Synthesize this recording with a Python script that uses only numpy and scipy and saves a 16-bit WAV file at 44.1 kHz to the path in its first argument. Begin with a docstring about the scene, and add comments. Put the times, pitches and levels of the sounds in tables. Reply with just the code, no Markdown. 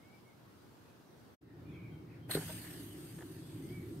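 """A quiet street hisses softly while a bird whistles in the trees. At 1.35 s the sound drops out for a
moment, then returns with the rumble of far engines. At 2.3 s a balloon with a small nozzle is let go:
fingers rub off its neck, air spurts out, and the freed neck pops and slaps the skin. The jet of air
hisses away into the sky, fading as it climbs. In flight the neck buzzes at 2.5 s and the nozzle ticks
at 3.2 s, while the bird and the engines carry on."""
import sys
import numpy as np
from scipy import signal
from scipy.fft import rfft, irfft, next_fast_len
from scipy.io import wavfile
from scipy.ndimage import uniform_filter1d, map_coordinates

SR = 44100
rng = np.random.default_rng(int(sys.argv[2]) if len(sys.argv) > 2 else 0)


def store_pcm(level_fs):
    """Save levels as 16-bit WAV."""
    pcm = np.round(np.clip(level_fs, -1, 1) * 32767).astype(np.int16)
    wavfile.write(sys.argv[1], SR, np.atleast_2d(pcm).T)


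N = 176400  # 4 s

# Tone colour of the air jet and of the spurts: frequency_hz, left_db, right_db
JET_COLOUR = [(60, -37, -35), (250, -19, -14), (710, -13, -15), (1220, -14, -15), (1740, -7, -7),
              (2380, -12, -13), (3200, -9, -9), (3920, -13.5, -12.5), (4680, -9, -10.5), (5760, -17.5, -20),
              (6550, -12.5, -12), (7600, -14.5, -27), (8500, -1.5, -6.5), (9180, -9, -24),
              (10300, -18, -8.5), (11200, -29, -7.5), (12200, -9, -1), (12650, -18, -15),
              (13800, -16, -12.5), (15300, -26, -21)]
SPURT_COLOUR = [(970, -18, -10), (1480, -3, -3), (2170, -4, -11), (3330, -5, -7), (4170, 6, 5.5),
                (4960, -19, -16), (6000, -32, -26), (7830, -9, -12), (8600, 5.5, -11), (9600, -9, -6),
                (11200, -19, -12), (12400, -7, 2), (12800, -17, -11), (15500, -26, -13)]
# How the tumbling nozzle beams its sound toward or away from us: time_s, treble_db, middle_db
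NOZZLE_AIM = [(2.36, 1, 0.5), (2.5, 1, 0), (2.66, 0.5, 3), (2.88, -0.5, -0.5), (3.05, -0.5, 1),
              (3.25, -0.5, -3), (3.42, -4.5, -3), (3.7, -3, -2), (4, -3, -4)]
# Spurts as the neck unpinches: peak_s, level_db, decay_s
AIR_SPURTS = [(2.312, -33, .014), (2.336, -43.5, 0.023), (2.350, -34.5, 0.0048)]
# Rubber sliding and fluttering: middle_s, level_db, half_length_s
RUBBER_SLIPS = [(2.297, -46, 0.0032), (2.305, -44.5, 0.002), (2.373, -42, 0.0054), (2.417, -52.5, 0.016),
                (2.499, -51.5, 0.014), (3.189, -52, .004), (3.223, -52, 0.0065)]
# Tone colour of the sliding rubber: frequency_hz, level_db
RUB_COLOUR = [(50, -30), (200, -13), (450, 3), (650, -4), (900, -1), (1150, -11), (1500, -4), (2100, -14.5),
              (3000, -15), (8000, -43)]
# The neck slaps the balloon, and the nozzle ticks in flight: start_s, level_db
NECK_SLAPS = [(2.3528, -25), (2.3603, -32.5), (2.3715, -31), (2.374, -28), (2.3785, -32), (2.391, -35)]
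NOZZLE_TICKS = [(3.188, -45), (3.192, -48), (3.208, -41), (3.2237, -42)]
# Tones that ring in each part of the balloon: pitch_hz, level_db, ring_s (time to fall 60 dB)
SKIN_TONES = [(162.3, -11, 0.15), (302, -10.5, 0.06), (389, 0.5, 0.023), (546, -25, 0.008),
              (780, -26, 0.011), (1454, -10, 0.019), (1800, -21, .012)]
NOZZLE_TONES = [(740, -7, 0.0076), (1570, -14, 0.0084), (1740, -2, 0.013), (3400, -9, 0.0066)]
NECK_TONES = [(650, 0.5, 0.018), (920, -7, .016), (1560, -9, .012)]
# The bird's song: middle_s, half_length_s, pitch_hz, glide_hz_per_s, level_db, waver_hz
BIRD_WHISTLES = [(.06, 0.055, 2210, 1300, -72.5, 18), (0.145, 0.019, 2325, 503, -69.5, 17),
                 (0.281, 0.019, 2194, -1200, -70, 25), (0.897, 0.029, 2490, 1.5, -80.5, 120),
                 (1.078, 0.014, 5860, -1, -81, 90), (1.18, 0.016, 5780, -2, -83, 90),
                 (1.502, 0.039, 1836, -5000, -71.5, 120), (1.691, 0.029, 2440, -400, -69, 94),
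                 (1.734, 0.038, 3350, -5000, -77, 100), (1.769, 0.031, 2328, -400, -64, 122),
                 (1.86, 0.031, 2320, -500, -64.5, 90), (1.935, .025, 3210, -500, -78, 60),
                 (1.932, .014, 1525, -6000, -76, 42), (1.98, 0.026, 2215, 1, -74, 46),
                 (2.128, 0.036, 2230, -0.5, -70, 300), (2.246, .022, 3180, -1000, -77, 51),
                 (3.459, 0.045, 3436, 1000, -75, 66), (3.655, 0.023, 2130, 1800, -73, 17),
                 (3.75, 0.037, 2287, 199.5, -61.5, 18.7), (3.808, 0.034, 2130, -2500, -74, 50)]
# Tone colour of the street air around the dropout: frequency_hz, before_db, after_db
STREET_COLOUR = [(25, -30, -29), (43.5, -13, -14), (67.7, -6, 4), (115, 3.5, -3), (200, 0, -0.5),
                 (330, -1, 2), (480, -6, -4.5), (740, -9.5, -9), (1560, -14.5, -14.5), (2160, -21.5, -21),
                 (4500, -23, -25), (7850, -31, -36), (8700, -27, -31.5), (9600, -32.5, -38.5),
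                 (12200, -27.5, -30), (15100, -31.5, -34)]
# The street swells before the dropout: time_s, change_db
STREET_SWELLS = [(0, 0), (.15, 0.5), (.33, -0.5), (.65, 1), (.9, 0.5), (1.1, -0.5), (1.21, 1), (1.34, 0)]
# Loudness of the far engines' two drones: time_s, low_db, upper_db
ENGINE_LEVELS = [(1.4, -51.5, -51), (1.6, -53.5, -60), (1.83, -49.5, -55), (2.1, -52.5, -57.5),
                 (2.5, -47.5, -59.5), (2.8, -52, -50.5), (3.15, -53, -55), (3.5, -51, -53),
                 (3.85, -47.5, -49), (4, -48.5, -44)]
# Tone colour of each drone: frequency_hz, level_db
LOW_DRONE_COLOUR = [(30, -44), (62, -13.5), (80, -9), (108, 2), (135, -2), (170, 0.5), (200, -11),
                    (260, -8.5), (500, -68)]
UPPER_DRONE_COLOUR = [(170, -17), (250, -18), (285, 0), (315, -1), (380, -5.5), (420, -14.5), (470, -25),
                      (800, -51.5)]
# How alike left and right are in each noise: frequency_hz, likeness (1 same, 0 unrelated, -1 opposite)
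JET_LIKENESS = [(300, 0.61), (1800, 0.43), (2500, 0.33), (3800, -0.32), (6600, -0.019), (8500, -0.13),
                (15000, 0.043)]
SPURT_LIKENESS = [(1000, 0.8), (2000, 0.35), (4200, -0.68), (6500, -0.55), (9500, 0.32), (15000, 0.08)]
RUB_LIKENESS = [(500, 0.65), (2000, 0.55)]
STREET_LIKENESS = [(100, 0.75), (350, 0.55), (800, 0.068), (2000, 0.056), (14000, 0.051)]
DRONE_LIKENESS = [(100, 0.985), (400, 0.95)]

DROP_S, RETURN_S = 1.35, 1.414  # the dropout


def jet(leave_s=2.274, first_doubling_s=0.15, open_s=2.304, rise_s=0.023, close_up_db=-41.5):
    """Churning air hisses out of the nozzle and fades with distance as the balloon climbs."""
    t = clock()
    opening = .5 + .5 * np.tanh((t - open_s) / (.5 * rise_s))
    distance = 1 + np.maximum(t - leave_s, 0) / first_doubling_s
    hiss = patchy(tumbling(rush(JET_COLOUR, JET_LIKENESS)), depth_db=3)
    flutter_db = 0.76 * wobble(110)
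    sway_db = wobble(12)
    return opening / distance * amp(close_up_db + flutter_db + sway_db) * beaming(hiss)


def tumbling(hiss, shift_share=.003, rate_hz=14):
    """The swinging nozzle bends every tone in the jet slightly up and down."""
    drift = shift_share * np.cumsum(wobble(rate_hz))
    position = np.clip(np.arange(N) + drift, 0, None)
    return np.array([map_coordinates(side, [position], order=5, mode="mirror") for side in hiss])


def beaming(hiss, middle_below_hz=2920, treble_above_hz=7200):
    """The hiss changes colour as the nozzle points toward or away from the listener."""
    times, treble_db, middle_db = np.transpose(NOZZLE_AIM)
    middle = filtered(hiss, lambda hz: 1 / (1 + (hz / middle_below_hz) ** 4))
    treble = filtered(hiss, lambda hz: 1 - 1 / (1 + (hz / treble_above_hz) ** 6))
    middle_gain = amp(np.interp(clock(), times, middle_db))
    treble_gain = amp(np.interp(clock(), times, treble_db))
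    return hiss + middle * (middle_gain - 1) + treble * (treble_gain - 1)


def spurts(rise_s=0.0026):
    """Air bursts through the half-open neck."""
    t = clock()
    level = sum(amp(db) * np.exp(-np.maximum((peak_s - t) / rise_s, (t - peak_s) / decay_s))
                for peak_s, db, decay_s in AIR_SPURTS)
    return level * rush(SPURT_COLOUR, SPURT_LIKENESS)


def pop(peak_s=2.3539, level_db=-24, pitch_hz=323):
    """One low push of air as the neck springs open."""
    spread = (np.pi * pitch_hz * (clock() - peak_s)) ** 2
    return amp(level_db) * (1 - 2 * spread) * np.exp(-spread)


def rubber(rough_db=3):
    """The neck slides in uneven slips, slaps the balloon and shakes the nozzle."""
    friction = unit(amp(rough_db * wobble(350))) * rush(RUB_COLOUR, RUB_LIKENESS)
    rubs = friction * sum(amp(db) * swell(middle_s, half_s) for middle_s, db, half_s in RUBBER_SLIPS)
    slaps = struck(NECK_SLAPS, SKIN_TONES, rise_s=0.00051)
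    ticks = struck(NOZZLE_TICKS, NOZZLE_TONES, rise_s=0.00053)
    return rubs + slaps + ticks


def neck_buzz(start_s=2.4937, rate_hz=310, first_db=-42, step_db=-0.9, count=8):
    """The neck flaps shut in a quick, slightly uneven run, like blowing a raspberry."""
    flaps = [(start_s + (k + rng.normal(0, 0.063)) / rate_hz,
              first_db + step_db * k + rng.normal(0, 1.3)) for k in range(count)]
    return struck(flaps, NECK_TONES, rise_s=.0004)


def bird(arch_hz=55, direct_db=-1.5, echo_db=1, echo_s=0.39):
    """A bird's arched, wavering whistles are smeared by the echo of the trees."""
    t, song = clock(), np.zeros(N)
    for middle_s, half_s, hz, glide, db, waver_hz in BIRD_WHISTLES:
        sag_hz = arch_hz * np.minimum(((t - middle_s) / half_s) ** 2, 6)
        pitch_hz = hz + glide * (t - middle_s) - sag_hz + waver_hz * wobble(220)
        tone = unit(np.sin(2 * np.pi * np.cumsum(pitch_hz) / SR))
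        song += amp(db) * swell(middle_s, half_s) * tone
    tail = rng.standard_normal((2, SR // 2)) * 1000 ** (-t[:SR // 2] / echo_s)
    echo = signal.fftconvolve(song[None], tail / np.linalg.norm(tail[0]), axes=1)[:, :N]
    return amp(direct_db) * song + amp(echo_db) * echo


def engines(throb_db=1.17):
    """Far engines rumble as two bands of unevenly throbbing noise."""
    times, low_db, upper_db = np.transpose(ENGINE_LEVELS)
    rumble = np.zeros((2, N))
    for db, colour in (low_db, LOW_DRONE_COLOUR), (upper_db, UPPER_DRONE_COLOUR):
        level = amp(np.interp(clock(), times, db) + throb_db * wobble(18))
        rumble += level * rush(colour, DRONE_LIKENESS)
    return rumble


def street(before_db=-59.5, after_db=-59, patchy_db=1.6):
    """Outdoor air hisses softly; after the dropout the engines join it."""
    t, colour = clock(), np.array(STREET_COLOUR)
    swell_db = np.interp(t, *np.transpose(STREET_SWELLS))
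    before = amp(before_db + swell_db) * patchy(rush(colour[:, [0, 1]], STREET_LIKENESS), patchy_db)
    after = amp(after_db) * patchy(rush(colour[:, [0, 2]], STREET_LIKENESS), patchy_db) + engines()
    before = left_first(before, lead_radians=.27)
    after = left_first(after, lead_radians=-0.068)
    return np.where(t < (DROP_S + RETURN_S) / 2, before, after)


def struck(blows, tones, rise_s):
    """Every blow rings the same dying tones, a little differently each time."""
    out, t = np.zeros(N + SR), np.arange(SR // 4) / SR
    for start_s, blow_db in blows:
        ring = sum(amp(db + rng.normal(0, 1)) * 1000 ** (-t / ring_s) * np.sin(2 * np.pi * hz * t)
                   for hz, db, ring_s in tones)
        out[round(start_s * SR):][:len(t)] += amp(blow_db) * ring * (1 - np.exp(-t / rise_s))
    return out[:N]


def rush(colour, likeness):
    """Stereo noise of strength 1 with a given tone colour and left-right likeness."""
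    def shares(hz):
        angle = np.arccos(np.clip(along(likeness, hz)[0], -.99, .99)) / 2
        return np.array([np.cos(angle), np.sin(angle)])
    shared, opposed = filtered(rng.standard_normal((2, N)), shares)
    stereo = np.array([shared + opposed, shared - opposed])
    return unit(filtered(stereo, lambda hz: amp(along(colour, hz))))


def patchy(x, depth_db):
    """Louder and softer patches, a few hundred Hz wide and tens of ms long; the bass stays even."""
    hz, _, spectrum = signal.stft(x, SR, nperseg=512)
    patches = rng.standard_normal(spectrum.shape[1:])
    patches = uniform_filter1d(uniform_filter1d(patches, size=4, axis=0), size=14, axis=1)
    spare_bass = (hz / (hz + 500))[:, None]
    gain = amp(depth_db * spare_bass * unit(patches))
    return unit(signal.istft(spectrum * gain, nperseg=512)[1][:, :N])


def left_first(x, lead_radians):
    """Waves reach the left side first, or the right if the lead is negative."""
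    return filtered(x, lambda hz: np.exp(.5j * lead_radians * np.array([[1], [-1]])))


def filtered(x, response):
    """Multiply each frequency in x by response(hz)."""
    size = next_fast_len(N + SR // 2)
    return irfft(rfft(x, size) * response(np.fft.rfftfreq(size, 1 / SR)), size)[..., :N]


def along(table, hz):
    """Read a table between its rows, on a log frequency scale."""
    row_hz, *columns = np.transpose(table)
    return np.array([np.interp(np.log(hz + 1), np.log(row_hz + 1), column) for column in columns])


def wobble(rate_hz):
    """A smooth curve through rate_hz random points a second."""
    return map_coordinates(rng.standard_normal(int(N * rate_hz / SR) + 4), [clock() * rate_hz])


def swell(middle_s, half_s):
    """A bell-shaped rise and fall."""
    return np.exp(-.5 * ((clock() - middle_s) / half_s) ** 2)


def amp(db):
    """Turn decibels into a gain."""
    return 10 ** (np.asarray(db) / 20)


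def unit(x):
    """Scale x to an average strength (rms) of 1."""
    return x / np.sqrt(np.mean(x ** 2) + 1e-20)


def clock():
    """The time of each sample in seconds."""
    return np.arange(N) / SR


def scene():
    """Balloon, bird and street together."""
    return jet() + spurts() + pop() + rubber() + neck_buzz() + bird() + street()


def record(dry, edge_s=0.0057, recover_s=0.19, return_db=-8, low_cut_hz=49, top_hz=15750):
    """The sound drops out and fades back; the microphone thins deep bass and cuts the highest treble."""
    t = clock()
    closing = .5 - .5 * np.tanh((t - DROP_S) / edge_s)
    reopening = .5 + .5 * np.tanh((t - RETURN_S) / (.5 * edge_s))
    recovery = amp(return_db * np.clip(1 - (t - RETURN_S) / recover_s, 0, 1))
    interrupted = dry * (closing + reopening * recovery)
    return filtered(interrupted, lambda hz: (hz < top_hz) * hz ** 2 / np.hypot(hz ** 2, low_cut_hz ** 2))


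dry = scene()
out = record(dry)
store_pcm(out)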